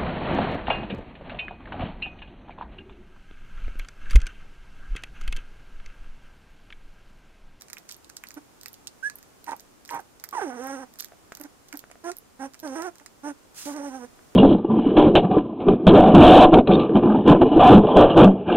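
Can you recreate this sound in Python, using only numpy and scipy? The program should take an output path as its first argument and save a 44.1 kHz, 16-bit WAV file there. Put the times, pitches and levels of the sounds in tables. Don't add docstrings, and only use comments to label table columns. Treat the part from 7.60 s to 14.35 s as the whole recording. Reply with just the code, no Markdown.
import sys
import numpy as np
from scipy import signal
from scipy.fft import rfft, irfft
from scipy.io import wavfile
from scipy.ndimage import uniform_filter1d

SR = 44100
rng = np.random.default_rng(int(sys.argv[2]) if len(sys.argv) > 2 else 0)


def inscribe(sig):
    pcm = np.round(np.clip(np.atleast_2d(sig).T, -1, 1) * 32767)
    wavfile.write(sys.argv[1], SR, pcm.astype(np.int16))


N = 297675

# centre_hz, width_hz (6 dB down), level_db
THROAT = [(274, 160, 4), (535, 260, 1), (830, 490, 6), (1490, 350, 4), (1770, 500, -4.5)]
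PORT_LAG = 4
AIR_PAN_DB = -6.5
RELEASE_S, RELEASE_DB = 0.01795, -13
CLOSE_DB = -13


def undb(db):
    return 10 ** (np.asarray(db) / 20)


def unit(x):
    return x / np.sqrt(np.mean(x ** 2, axis=-1, keepdims=True))


def resonate(x, hz, width_hz):
    centre_hz = min(hz, .4 * SR)
    b, a = signal.iirpeak(centre_hz, hz / width_hz, SR)
    return signal.lfilter(b, a, signal.lfilter(b, a, x))


def resonant_noise(noise, resonances):
    return unit(sum(undb(db) * resonate(noise, hz, width_hz) for hz, width_hz, db in resonances))


def coloured(shape, spectrum):
    hz, db = np.transpose(spectrum)
    f = np.maximum(np.arange(N // 2 + 1) * SR / N, 1)
    gain = undb(np.interp(np.log(f), np.log(hz), db))
    return unit(irfft(rfft(rng.standard_normal(shape)) * gain, N))


def walk(rate):
    size = int(SR / rate)
    smooth = uniform_filter1d(rng.standard_normal(N), size)
    return unit(uniform_filter1d(smooth, size))


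def wandering_sine(hz, spread, rate):
    return np.sin(2 * np.pi * np.cumsum(hz * (1 + spread * walk(rate))) / SR)


def track(tables, column, silent=None):
    rows = []
    far_end = [[N]]
    for table, after in zip(tables, [*tables[1:], far_end]):
        rows += [(row[0], row[column]) for row in table]
        last_s, next_s = table[-1][0], after[0][0]
        if silent is not None and next_s - last_s > .015:
            rows += [(last_s + .012, silent), (next_s - .004, silent)]
    if silent is not None:
        rows.insert(0, (rows[0][0] - .012, silent))
    return np.interp(np.arange(N) / SR, *np.transpose(rows))


def place(x, pan_db, lag=PORT_LAG):
    return np.array([np.roll(x, lag) * undb(pan_db / 2), x * undb(-pan_db / 2)])


def hiss():
    # frequency_hz, density_db (relative)
    hiss_colour = [(12, -69), (20, 2), (108, 1), (179, 0), (258, 4), (652, -2.5), (709, -2), (1430, -6.5),
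                   (1790, -10), (3830, -15), (7100, -13), (15500, -21.5), (16200, -54)]
    level_db, pan_db = -55.5, -0.8
    sides_db = np.array([[pan_db], [-pan_db]]) / 2
    swell_db = .6 * walk(1)
    return coloured((2, N), hiss_colour) * undb(level_db + sides_db + swell_db)


def room(dry):
    t60_s, dull_above_hz, level_db = 0.12, 2820, -17
    t = np.arange(int(.25 * SR)) / SR
    decay = np.exp(-np.log(1000) * t / t60_s)
    tail = rng.standard_normal((2, len(t))) * decay * (t > .002)
    tail = signal.lfilter(*signal.butter(1, dull_above_hz, fs=SR), tail)
    tail = tail / np.sqrt(np.sum(tail ** 2, axis=1, keepdims=True))
    return undb(level_db) * signal.fftconvolve(dry, tail, axes=1)[:, :N]


def knocks():
    # start_s, level_db (lower mode), hardness_db (upper mode over lower)
    blows = [(3.521, -40.5, 4), (3.534, -46, 1), (3.721, -38.5, 16), (3.726, -68, -17), (4.24, -46.5, 17),
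             (4.301, -44, 4.5), (4.312, -40.5, -20), (4.356, -43.5, 5.5), (6.592, -58, 22)]
    # pitch_hz, t60_s
    pen_modes = [(690, 0.024), (1500, 0.0037)]
    out, t = np.zeros(N), np.arange(2000) / SR
    low, high = (np.sin(2 * np.pi * hz * t) * np.exp(-np.log(1000) * t / t60) for hz, t60 in pen_modes)
    for s, db, hard_db in blows:
        at = int(s * SR)
        out[at:at + len(t)] += undb(db) * (low + undb(hard_db) * high)
    return place(out, pan_db=0.0, lag=1)


def sniffs():
    # time_s, level_db
    breaths = [
        [(0.285, -62), (0.345, -58)],
        [(5.945, -53), (6.007, -42.5), (6.05, -48.5)],
        [(6.055, -43.5), (6.14, -53)],
    ]
    # frequency_hz, density_db (relative)
    sniff_colour = [(350, -53), (600, -23), (781, 8), (3590, 12), (6700, 18.5), (12200, 9.5), (15800, 6),
                    (16500, -31)]
    apart_db = -0.5
    flutter_db = 1.5 * walk(90)
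    gain = undb(track(breaths, column=1, silent=-100) + flutter_db)
    near, left, right = coloured((3, N), sniff_colour) * gain
    return place(near, AIR_PAN_DB) + undb(apart_db) * np.array([left, right])


def clicks():
    # start_s, level_db (about the peak, left port),
    # smack_db and snap_db (hollow smack and top snap over that level)
    clear = [(0.0204, -27.5, -12.5, -8.5), (0.0842, -35, -9, -18), (0.1316, -21, -9.5, -7),
             (0.1696, -37.5, 4.5, -16), (0.183, -32, -28, -6), (0.291, -27, -42, -14),
             (0.295, -28.5, -8.5, -23), (0.3127, -27, -39, -22), (0.3229, -27.5, -36, -4.5),
             (0.366, -40, -22, 0), (0.4989, -29.5, -9.5, -14), (0.5684, -21.5, -21, -15),
             (0.638, -29.5, -0.5, -6), (0.6703, -34, -23, -18), (0.6866, -33, -31, -2),
             (0.7067, -32, -6, -25), (0.742, -33, -30, -1.5), (1.0333, -29, -15, -4.5),
             (1.0594, -24, -3.5, -8), (1.083, -28.5, -31, -2), (1.131, -35, -28, -1),
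             (1.2718, -23, -19, -13), (1.499, -26, -6, -13), (1.556, -38, -29, 6), (1.5859, -36, -14, -1.5),
             (1.6282, -35.5, -12, -8), (1.866, -37.5, -4, -17), (1.9106, -32, -33, -14),
             (1.965, -35.5, -25, -1), (2.0071, -37, -33, -1.5), (2.251, -32.5, -13, -8),
             (2.258, -36, -30, -14), (2.2917, -30, -0.5, -19), (2.3108, -31, -9, -2), (2.3476, -36, -15, 3),
             (2.5988, -35, -16, -12), (2.6394, -22.5, -9, -2), (2.6435, -30, -12, -8),
             (2.6896, -28, -16, -3.5), (2.7101, -34, -26, -2), (3.0702, -33.5, -8, 2.5),
             (3.3574, -42, -9, -15), (3.3884, -29, -16, -1.5), (3.393, -27, -20, -5),
             (3.3998, -22.5, -25, -33.5), (3.407, -22, -17, -1.5), (3.4243, -29, -13, -22),
             (3.4454, -25.5, -14.5, -3), (3.485, -42, -5, -9), (3.7243, -41, 0.5, -5),
             (3.751, -28, -24, -5), (3.7714, -32, -12, -4.5), (3.799, -35, -29, -1),
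             (3.813, -25.5, -16, -1), (4.1268, -27.5, -3.5, -11), (4.1725, -25, -34, -0.5),
             (4.192, -28, -26, -2.5), (4.314, -37.5, -2, -19), (4.5168, -25.5, -8, -19),
             (4.5678, -28.5, -31, -1), (4.5853, -29, -37, 0), (4.9442, -31, -6.5, -15),
             (5.0, -32, -33, -1.5), (5.0759, -33, -30, -14), (5.2212, -26.5, -7.5, -9),
             (5.3988, -42, -2, -14), (5.4615, -28, -10.5, -22), (6.1647, -32.5, -12, -14)]
    # centre_hz, width_hz (each of two passes)
    mouth = [(1900, 1930), (5500, 5700), (12500, 3800)]
    spread_s, faintest_db, pan_db = .09, -38.5, -7
    out, t = np.zeros((2, N + 2000)), np.arange(1500) / SR
    near, late, loud, smack, snap = rng.random((34, 5)).T
    neighbour_s = np.array(clear)[(near * len(clear)).astype(int), 0]
    when = np.abs(neighbour_s + spread_s * (2 * late - 1))
    faint = zip(when, faintest_db + 8 * loud, 22 * smack - 30, 12 * snap - 14)
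    for s, db, smack_db, snap_db in [*clear, *faint]:
        fizz = rng.standard_normal(len(t)) + 0.92 * rng.standard_normal((2, len(t)))
        burst = fizz * (0.1 * np.exp(-t / 0.00099) + 0.021 * np.exp(-t / 0.011))
        popping = rng.random(len(t)) < .004
        burst += 0.8 * rng.standard_normal(len(t)) * popping * np.exp(-t / 0.0067)
        burst[:, 0] += 1
        body = np.sqrt(max(1 - undb(2 * snap_db), .05))
        sizes = undb(smack_db), body, undb(snap_db)
        rings = [resonate(burst, hz, width_hz) for hz, width_hz in mouth]
        click = sum(size * ring / np.abs(ring).max() for size, ring in zip(sizes, rings)) * undb(db)
        for port in range(2):
            at = int(s * SR) + PORT_LAG * (1 - port)
            out[port, at:at + len(t)] += click[port] * undb(-pan_db * port)
    return out[:, :N]


def calls():
    voices = {"pure": 0, "clear": .18, "husky": .27, "hoarse": .5, "raspy": .7}
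    # peak_s, level_db, slope_db (per octave of overtones)
    grunts = [(0.776, -36.5, -14.5), (3.81, -39, -10), (3.852, -38.5, -16), (4.146, -36, -25),
              (5.415, -52.5, -7)]
    # start_s, length_s, first_hz, middle_hz, last_hz, level_db, swell_db,
    # slope_db (per octave of overtones), voice
    single_calls = [(1.43, .064, 1518, 1683, 1684, -29.5, 2.5, -18, "pure"),
                    (1.875, 0.044, 930, 931, 926, -35, -4, -12, "raspy"),
                    (1.914, 0.039, 874, 898, 810, -36, -20, -19, "raspy"),
                    (2.304, 0.086, 972, 940, 956, -35.5, 1.5, -16, "raspy"),
                    (2.381, 0.034, 898, 778, 592, -43, -30, -4.5, "raspy"),
                    (4.441, 0.079, 330, 345, 368.3, -34.5, 2.5, -5, "husky"),
                    (4.795, .084, 258.1, 274.6, 259.4, -36.5, 1, -4.5, "husky"),
                    (5.636, .09, 273.6, 299.2, 266.5, -35, 0, -6.5, "husky")]
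    # time_s, pitch_hz, level_db,
    # slope_db (per octave of overtones), voice
    whines = [
        [(2.729, 1116, -37, -13, "raspy"), (2.755, 1011, -33.5, -4, "raspy"), (2.76, 1003, -36, -4, "husky"),
         (2.783, 877, -27.5, -11, "husky"), (2.797, 790, -33, -4, "hoarse"), (2.812, 524, -40.5, 4, "raspy"),
         (2.817, 433.7, -30.5, -2, "raspy"), (2.85, 338.7, -32, -9, "husky"),
         (2.875, 275, -33.5, -8.5, "husky"), (2.92, 243.7, -41.5, -2, "hoarse"),
         (2.96, 251.8, -38.5, -6.5, "hoarse"), (2.985, 231, -40.5, -2.5, "hoarse"),
         (3.015, 261.5, -37, -4, "husky"), (3.09, 269.7, -35.5, -0.5, "clear"),
         (3.145, 273.4, -34.5, -4, "clear"), (3.178, 250.8, -39.5, -3, "husky"),
         (3.21, 274.4, -40, -6.5, "hoarse"), (3.235, 251.7, -41, -2, "hoarse")],
        [(5.031, 322, -39, -5, "husky"), (5.055, 306, -32.5, -6, "husky"), (5.085, 271.8, -36, -6, "clear"),
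         (5.115, 259.5, -36, -7.5, "clear"), (5.152, 263.7, -36, -5, "clear"), (5.158, 317.6, -34, -4, "raspy"),
         (5.17, 326.5, -31.5, -7, "husky"), (5.2, 325, -32.5, -2.5, "clear"),
         (5.235, 347.4, -33.5, -3, "clear"), (5.262, 381.8, -34, -1.5, "husky"),
         (5.285, 344.6, -35, -6, "husky")],
        [(6.06, 287.8, -35.5, -12.5, "husky"), (6.095, 293.8, -33.5, -5, "husky"),
         (6.125, 275, -37, -11, "husky"), (6.17, 303, -34, -6.5, "husky"), (6.195, 275.2, -35.5, -6, "husky"),
         (6.225, 281.7, -37, -10.5, "husky"), (6.26, 288.2, -34.5, -6, "clear"),
         (6.285, 276, -34.5, -8, "clear"), (6.305, 255, -42, -7.5, "clear"),
         (6.35, 268.3, -36.5, -5.5, "clear"), (6.385, 249.8, -42, -8.5, "clear"),
         (6.45, 243.4, -40.5, -5.5, "clear")],
    ]
    grunt_hz, grunt_rise_s, grunt_fall_s, grunt_edge_db = 294, 0.0124, .02, -24.5
    attack_s, attack_db = .01, -7
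    arch_db = 3.25
    out = []
    for s, db, slope in grunts:
        edge = db + grunt_edge_db
        points = (s - grunt_rise_s, edge), (s, db), (s + grunt_fall_s, edge)
        out.append([(t, grunt_hz, level, slope, voices["hoarse"]) for t, level in points])
    for s, length, first, middle, last, db, swell, slope, voice in single_calls:
        t = s + np.array([0, attack_s, length / 2, length - RELEASE_S, length])
        bend = np.polyfit([s, s + length / 2, s + length], [first, middle, last], deg=2)
        hz = np.polyval(bend, t)
        shape_db = np.array([attack_db, 0, arch_db, 0, RELEASE_DB])
        level = db + swell * ((t - s) / length - .5) + shape_db
        slopes = slope + CLOSE_DB * (t == t[-1])
        out.append([(*point, voices[voice]) for point in zip(t, hz, level, slopes)])
    for whine in whines:
        s, hz, db, slope, voice = whine[-1]
        points = [*whine, (s + RELEASE_S, hz, db + RELEASE_DB, slope + CLOSE_DB, voice)]
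        out.append([(*point[:-1], voices[point[-1]]) for point in points])
    return sorted(out)


def ring_throat(hz, phase, slope_db):
    tone, power = 0, 0
    for k in range(1, 11):
        throat = sum(undb(db) / (1 + (2 * (k * hz - f) / w) ** 2) for f, w, db in THROAT) + undb(-47.0)
        size = throat * undb(slope_db * np.log2(k))
        flicker_db = 3 * min(k - 1, 1) * walk(55)
        tone = tone + size * undb(flicker_db) * np.sin(k * phase - k ** 2 / 2)
        power = power + size ** 2 / 2
    return tone / np.sqrt(power)


def roughen(tone, hz, rough):
    slack = rough * np.clip((hz - 430) / 150, 0, 1)
    flap = slack * wandering_sine(310, spread=.1, rate=60)
    throb = slack * wandering_sine(80.06, spread=.25, rate=40)
    flapping = tone * (1 + 0.47 * flap) + 0.35 * flap
    return -flapping * (1 + .85 * throb)


def whimpers():
    # centre_hz, width_hz (each of two passes), level_db
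    nose = [(5910, 1100, -4.5), (8780, 1370, -7.5), (12300, 3600, -22.5), (2800, 1400, -14.5)]
    said = calls()
    hz, slope_db, rough = (track(said, column) for column in (1, 3, 4))
    loudness = [[(s, undb(db)) for s, _, db, *_ in call] for call in said]
    gain = np.maximum(track(loudness, column=1, silent=0), 0)
    jitter = (.002 + .03 * rough) * walk(260) + .009 * (hz < 500) * walk(45)
    phase = 2 * np.pi * np.cumsum(hz * (1 + jitter)) / SR
    tone = roughen(ring_throat(hz, phase, slope_db), hz, rough)

    leak = resonant_noise(rng.standard_normal(N), THROAT[1:])
    share = .04 * rough + .3 * rough ** 2
    waver_db = 2 * rough ** 2 * walk(130)
    voice = (np.sqrt(1 - share) * tone + np.sqrt(share) * leak) * undb(waver_db)

    air_db = -14.5 + .41 * slope_db + 1.5 * walk(25)
    air = resonant_noise(rng.standard_normal(N), nose)
    air = air * (1 + .5 * np.cos(phase)) * undb(air_db)
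    return place(gain * voice, pan_db=-8, lag=6) + place(gain * air, AIR_PAN_DB)


def scene():
    litter = whimpers() + clicks() + sniffs() + knocks()
    return litter + room(litter) + hiss()


def record(dry):
    notch_hz, notch_width_hz, top_hz = 7800, 60, 16500
    notched = signal.lfilter(*signal.iirnotch(notch_hz, notch_hz / notch_width_hz, SR), dry)
    return signal.sosfilt(signal.ellip(10, .2, 70, top_hz, fs=SR, output="sos"), notched)


dry = scene()
out = record(dry)
inscribe(out)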